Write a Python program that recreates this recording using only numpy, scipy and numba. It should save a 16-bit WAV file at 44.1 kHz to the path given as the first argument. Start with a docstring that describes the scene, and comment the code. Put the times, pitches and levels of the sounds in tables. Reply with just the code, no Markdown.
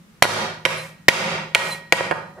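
"""A wide steel cleaver, laid flat, smashes garlic on a wooden board: two heavy blows, three slaps,
two light knocks. Each thuds in the board, claps and rings in the blade, crunches the clove and booms
in the counter. Between blows the blade wipes off the pulp. A hard-walled kitchen echoes and hums.
Gain control clamps a moment late, so loud attacks clip and the echo is held level before it dies."""
import sys
import numpy as np
from scipy import signal
from scipy.fft import rfft, irfft
from scipy.io import wavfile
from numba import njit

SR = 44100
rng = np.random.default_rng(int(sys.argv[2]) if len(sys.argv) > 2 else 0)


def dump(signal):
    """Clip the signal to [-1, 1] and save it as 16-bit WAV at the path in sys.argv[1]."""
    limited = np.clip(np.atleast_2d(signal).T, -1, 1)
    pcm = np.round(limited * 32767).astype(np.int16)
    wavfile.write(sys.argv[1], SR, pcm)


N = 105840

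# Room hum spectrum: freq_hz, level_db
HUM_SPECTRUM = [(25, 2), (60, 10), (110, 6), (175, 18.5), (280, 3.5), (600, -7), (1500, -5), (4000, -13.5),
                (9000, -17.5), (15000, -23)]
# Wall echo spectrum: freq_hz, level_db
ECHO_SPECTRUM = [(40, -8.5), (75, 5.5), (110, 11.5), (140, -8), (175, 12.5), (270, -1), (370, 0),
                 (600, -1.5), (1100, 7.5), (2300, -0.5), (5000, 8.5), (10000, 5.5), (16000, 14)]
# Wall echo decay: freq_hz, t60_s
ECHO_DECAY = [(100, 0.49), (300, 0.48), (1000, 0.46), (2500, 0.45), (5000, 0.4), (9000, 0.32),
              (15000, 0.11)]
# Blade wiping over pulp: peak_s, half_length_s, level_db
WIPE_SWELLS = [(0.824, 0.06, -44), (1.69, 0.053, -35.5)]
# Wipe hiss spectrum: freq_hz, level_db
WIPE_SPECTRUM = [(200, -25), (1000, 16.5), (3000, 7.5), (5000, 6), (9000, 8), (13500, 3), (16000, -17)]
# Steel singing as it slips: peak_s, half_length_s, level_db
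ZING_SWELLS = [(0.787, 0.024, -39.5), (1.726, .011, -31)]
# Rubbed blade modes: pitch_hz, level_db, t60_s
ZING_MODES = [(4058, -0.5, 0.38), (5000, -22, .15), (8440, -6, 0.038), (9900, 1.5, 0.14)]
# Counter modes: pitch_hz, level_db, t60_s
COUNTER_MODES = [(87, -16, .7), (108, -12, .7), (122, -12, .7), (158, 0, .9), (177, -9, .45),
                 (212, -12, .6)]
# Board modes: pitch_hz, level_db, t60_s
BOARD_MODES = [(121.6, -16, 0.062), (185.7, -14, 0.04), (369, -7, 0.038), (538.6, -1.5, 0.044),
               (701, 1, 0.017), (861, -2.5, 0.023), (936, -2.5, 0.028), (1233, -4, 0.02), (1456, -5, 0.028),
               (1647, -2, 0.019), (1900, -1.5, 0.051)]
# Blade modes on landing: pitch_hz, level_db, t60_s
CLAP_MODES = [(560, -34, 0.12), (908, -38.5, 0.01), (1417, -10, 0.065), (1904, -1, 0.075),
              (2183, 13.5, 0.0078), (2453, 10, 0.012), (2712, 1, 0.025), (3194, 1, 0.014),
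              (3850, -26.5, 0.0087), (5090, -11.5, 0.012), (6860, -5, 0.0062)]
# Free blade modes: pitch_hz, level_db, t60_s
RING_MODES = [(550, 2, .55), (962, -1, .6), (1425, -12, .5), (1891, 0, .78), (2446, 2, .42),
              (3270, -18, .4), (4059, -15, .9), (5233, -18, .7), (6675, -18, .35), (8300, -14, .45),
              (9835, -11, .5)]
# Bursting clove spectrum: freq_hz, level_db
CRUNCH_SPECTRUM = [(40, -11.5), (300, -1.5), (1000, -19), (3000, 3.5), (5000, -4.5), (7500, -8.5),
                   (10000, -8), (13000, -16), (16000, -44)]
# Blade and board rattling back together: start_s, board_db, clap_db
BLADE_REBOUNDS = [(0.2353, -3, 2.5), (.2422, 2, -2), (.2505, 8, -25), (0.6582, -15, -9.5),
                  (.6600, -10.5, -42), (1.0907, 3, 18.5), (1.5530, -5, -5), (1.9296, -6.5, -16.5),
                  (2.1156, -19, -29), (2.1222, -16.5, -34)]
# Cleaver blows: start_s, board_db, clap_db, crunch_db, ring_db, favoured_hz, counter_db, give_way_s
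CLEAVER_BLOWS = [(.2228, 6.5, 6.5, 7, -21, 1400, -11.5, 0.0017),
                 (.6521, -16.5, -9, -16.5, -25, 2900, -21.5, 0.000091),
                 (1.0832, 19, 10, 12.5, -12, 2000, -6, 0.0031),
                 (1.5483, -15.5, -6, -11.5, -11.5, 1900, -20, 0.000064),
                 (1.9235, -6.5, -2, -12.5, -12, 840, -29, 0.00015),
                 (2.006, -16.5, -42, -46, -52, 570, -62, 0.00011),
                 (2.1100, -16.5, -27, -35.5, -31, 1000, -26, 0.00056)]

HUM_DB, HUM_ALIKE_HZ = -49.5, 483
ECHO_DB, ECHO_RIGHT_DB, ECHO_BUILD_S, ECHO_ALIKE_HZ = -0.5, 2, 0.0032, 755
SCATTER_DB, SCATTER_DECAY_S = -2, 0.002
CRUNCH_DECAY_S, GRAIN_SPREAD_DB = 0.0078, 4.5
SPRAY_SHARE, SPRAY_DECAY_S = 0.29, 0.046
RING_FOCUS_DB_PER_OCTAVE, OPENING_RING_GAIN_DB = 2, -68
BOARD_SOFT_HZ, CLAP_SOFT_HZ = 1900, 5560  # contact too slow to excite much above these
DIRECT_RIGHT_DB, LEFT_LAG_S = 1.5, 0.00002
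HOLD_DB, SENSE_S, CLAMP_S, RECOVER_S = -18.5, 0.00027, 0.0049, 0.04
LOW_CUT_HZ, HIGH_CUT_HZ = 83, 15500
BIN_HZ = np.fft.rfftfreq(N, 1 / SR)


def undb(db):
    return 10 ** (np.asarray(db) / 20)


def unit_rms(x):
    return x / np.sqrt(np.mean(x ** 2))


def burst(x):
    """Scale to the energy of 10 ms at full level."""
    return x * np.sqrt(SR / 100 / np.sum(x ** 2))


def on_log_axis(points):
    freq_hz, values = np.array(points).T
    return np.interp(np.log(BIN_HZ + 1), np.log(freq_hz), values)


def colour(x, spectrum):
    return irfft(rfft(x) * undb(on_log_axis(spectrum)), N)


def soften(x, cutoff_hz):
    return signal.sosfilt(signal.butter(2, cutoff_hz, fs=SR, output="sos"), x)


def through(x, response):
    return signal.fftconvolve(np.atleast_2d(x), np.atleast_2d(response), axes=1)[:, :N]


def modes(table):
    """Body response: decaying modes of alternating polarity."""
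    t = np.arange(N) / SR
    return sum((-1) ** k * undb(db - 60 * t / t60_s) * np.cos(2 * np.pi * hz * t)
               for k, (hz, db, t60_s) in enumerate(table))


def add(track, start_s, sound):
    i = int(start_s * SR)
    track[i:] += sound[:N - i]


def stereo_noise(alike_hz):
    """Diffuse noise: shared below alike_hz, unrelated above."""
    share = 1 / (1 + (BIN_HZ / alike_hz) ** 2)
    common = np.sqrt(share) * rfft(rng.standard_normal(N))
    separate = np.sqrt(1 - share) * rfft(rng.standard_normal((2, N)))
    return irfft(common + separate, N)


def pan(right_db):
    return undb(np.array([[-right_db], [right_db]]) / 2)


def swell(t, peak_s, half_length_s, level_db):
    return undb(level_db) * np.exp(-.5 * ((t - peak_s) / half_length_s) ** 2)


def room_hum():
    """Steady diffuse noise, strongest in the bass."""
    return undb(HUM_DB) * unit_rms(colour(stereo_noise(HUM_ALIKE_HZ), HUM_SPECTRUM))


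def wall_echo(knock, t):
    """Diffuse echo off hard walls; treble dies first."""
    spectrum = rfft(colour(stereo_noise(ECHO_ALIKE_HZ), ECHO_SPECTRUM))
    tail = 0
    for centre_hz, t60_s in ECHO_DECAY:
        band = on_log_axis([(hz, float(hz == centre_hz)) for hz, _ in ECHO_DECAY])
        tail += irfft(spectrum * band, N) * undb(-60 * t / t60_s)
    tail *= 1 - np.exp(-t / ECHO_BUILD_S)
    return through(knock, undb(ECHO_DB) * unit_rms(tail) / np.sqrt(N) * pan(ECHO_RIGHT_DB))


def near_scatter(knock, t):
    """Reflections off worktop, hands and blade; new for each blow."""
    starts_s = [row[0] for row in CLEAVER_BLOWS]
    blow_index = np.searchsorted(starts_s, t + 1 / SR) - 1
    reflections = 0
    for k in range(len(starts_s)):
        response = unit_rms(rng.standard_normal((2, N)) * np.exp(-t / SCATTER_DECAY_S)) / np.sqrt(N)
        reflections += through(knock * (blow_index == k), response)
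    return undb(SCATTER_DB) * reflections


def blade_rubbing(t):
    """Wet steel hisses over pulp, sings in its high modes, finally slides on wood."""
    friction = rng.standard_normal(N)
    hiss = unit_rms(colour(friction, WIPE_SPECTRUM))
    steel = unit_rms(through(friction, modes(ZING_MODES))[0])
    wood = unit_rms(soften(through(friction, modes(BOARD_MODES))[0], cutoff_hz=1000))
    wipes = hiss * sum(swell(t, *row) for row in WIPE_SWELLS)
    zings = steel * sum(swell(t, *row) for row in ZING_SWELLS)
    slide = wood * swell(t, peak_s=2.385, half_length_s=0.018, level_db=-40)
    return wipes + zings + slide


def clove_crunch(t):
    """The clove cracks in grainy noise, then pulp squirts out."""
    grains = undb(GRAIN_SPREAD_DB * np.repeat(rng.standard_normal(N // 20 + 1), 20)[:N])
    envelope = np.exp(-t / CRUNCH_DECAY_S) + SPRAY_SHARE * np.exp(-t / SPRAY_DECAY_S)
    return burst(colour(rng.standard_normal(N) * grains, CRUNCH_SPECTRUM) * envelope)


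def blade_ring(favoured_hz):
    """Free ring; the contact point favours modes near favoured_hz."""
    return burst(modes([(hz, db - RING_FOCUS_DB_PER_OCTAVE * abs(np.log2(hz / favoured_hz)), t60_s)
                        for hz, db, t60_s in RING_MODES]))


def cleaver_blows(t):
    """Board and counter sound first; the clove gives way, the steel claps, rattles and rings on."""
    board = burst(soften(modes(BOARD_MODES), BOARD_SOFT_HZ))
    clap = burst(soften(modes(CLAP_MODES), CLAP_SOFT_HZ))
    counter = burst(modes(COUNTER_MODES))
    knock = np.zeros(N)
    strongest_mode = max(RING_MODES, key=lambda mode: mode[1])
    sustain = undb(OPENING_RING_GAIN_DB) * modes([strongest_mode])  # blade already ringing faintly
    for blow in CLEAVER_BLOWS:
        start_s, board_db, clap_db, crunch_db, ring_db, favoured_hz, counter_db, give_way_s = blow
        landing_s = start_s + give_way_s
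        add(knock, start_s, undb(board_db) * board)
        add(sustain, start_s, undb(counter_db) * counter)
        add(knock, landing_s, undb(clap_db) * clap + undb(crunch_db) * clove_crunch(t))
        add(sustain, landing_s, undb(ring_db) * blade_ring(favoured_hz))
    for start_s, board_db, clap_db in BLADE_REBOUNDS:
        add(knock, start_s, undb(board_db) * board + undb(clap_db) * clap)
    return knock, sustain


def scene():
    """Board close by, slightly right, in the kitchen's hum and echo."""
    t = np.arange(N) / SR
    knock, sustain = cleaver_blows(t)
    left, right = (knock + near_scatter(knock, t) + sustain + blade_rubbing(t)) * pan(DIRECT_RIGHT_DB)
    left = irfft(rfft(left) * np.exp(-2j * np.pi * BIN_HZ * LEFT_LAG_S), N)
    return np.array([left, right]) + room_hum() + wall_echo(knock, t)


@njit
def follow(x, rise_s, fall_s):
    """Level follower with separate rise and fall times."""
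    levels, level = np.empty(len(x)), 0.
    for i in range(len(x)):
        level += (x[i] - level) / (SR * (rise_s if x[i] > level else fall_s))
        levels[i] = level
    return levels


def record(dry):
    """Gain control holds loud sound at one level; what slips past clips. Band limits follow."""
    pole = np.exp(-1 / (SENSE_S * SR))
    power = signal.lfilter([1 - pole], [1, -pole], np.mean(dry ** 2, axis=0))
    excess_db = np.maximum(10 * np.log10(power + 1e-12) - HOLD_DB, 0)
    held = dry * undb(-follow(excess_db, CLAMP_S, RECOVER_S))
    low_cut = signal.butter(1, LOW_CUT_HZ, "high", fs=SR, output="sos")
    high_cut = signal.ellip(8, .2, 60, HIGH_CUT_HZ, fs=SR, output="sos")
    return signal.sosfilt(high_cut, signal.sosfilt(low_cut, np.clip(held, -1, 1)))


dry = scene()
out = record(dry)
dump(out)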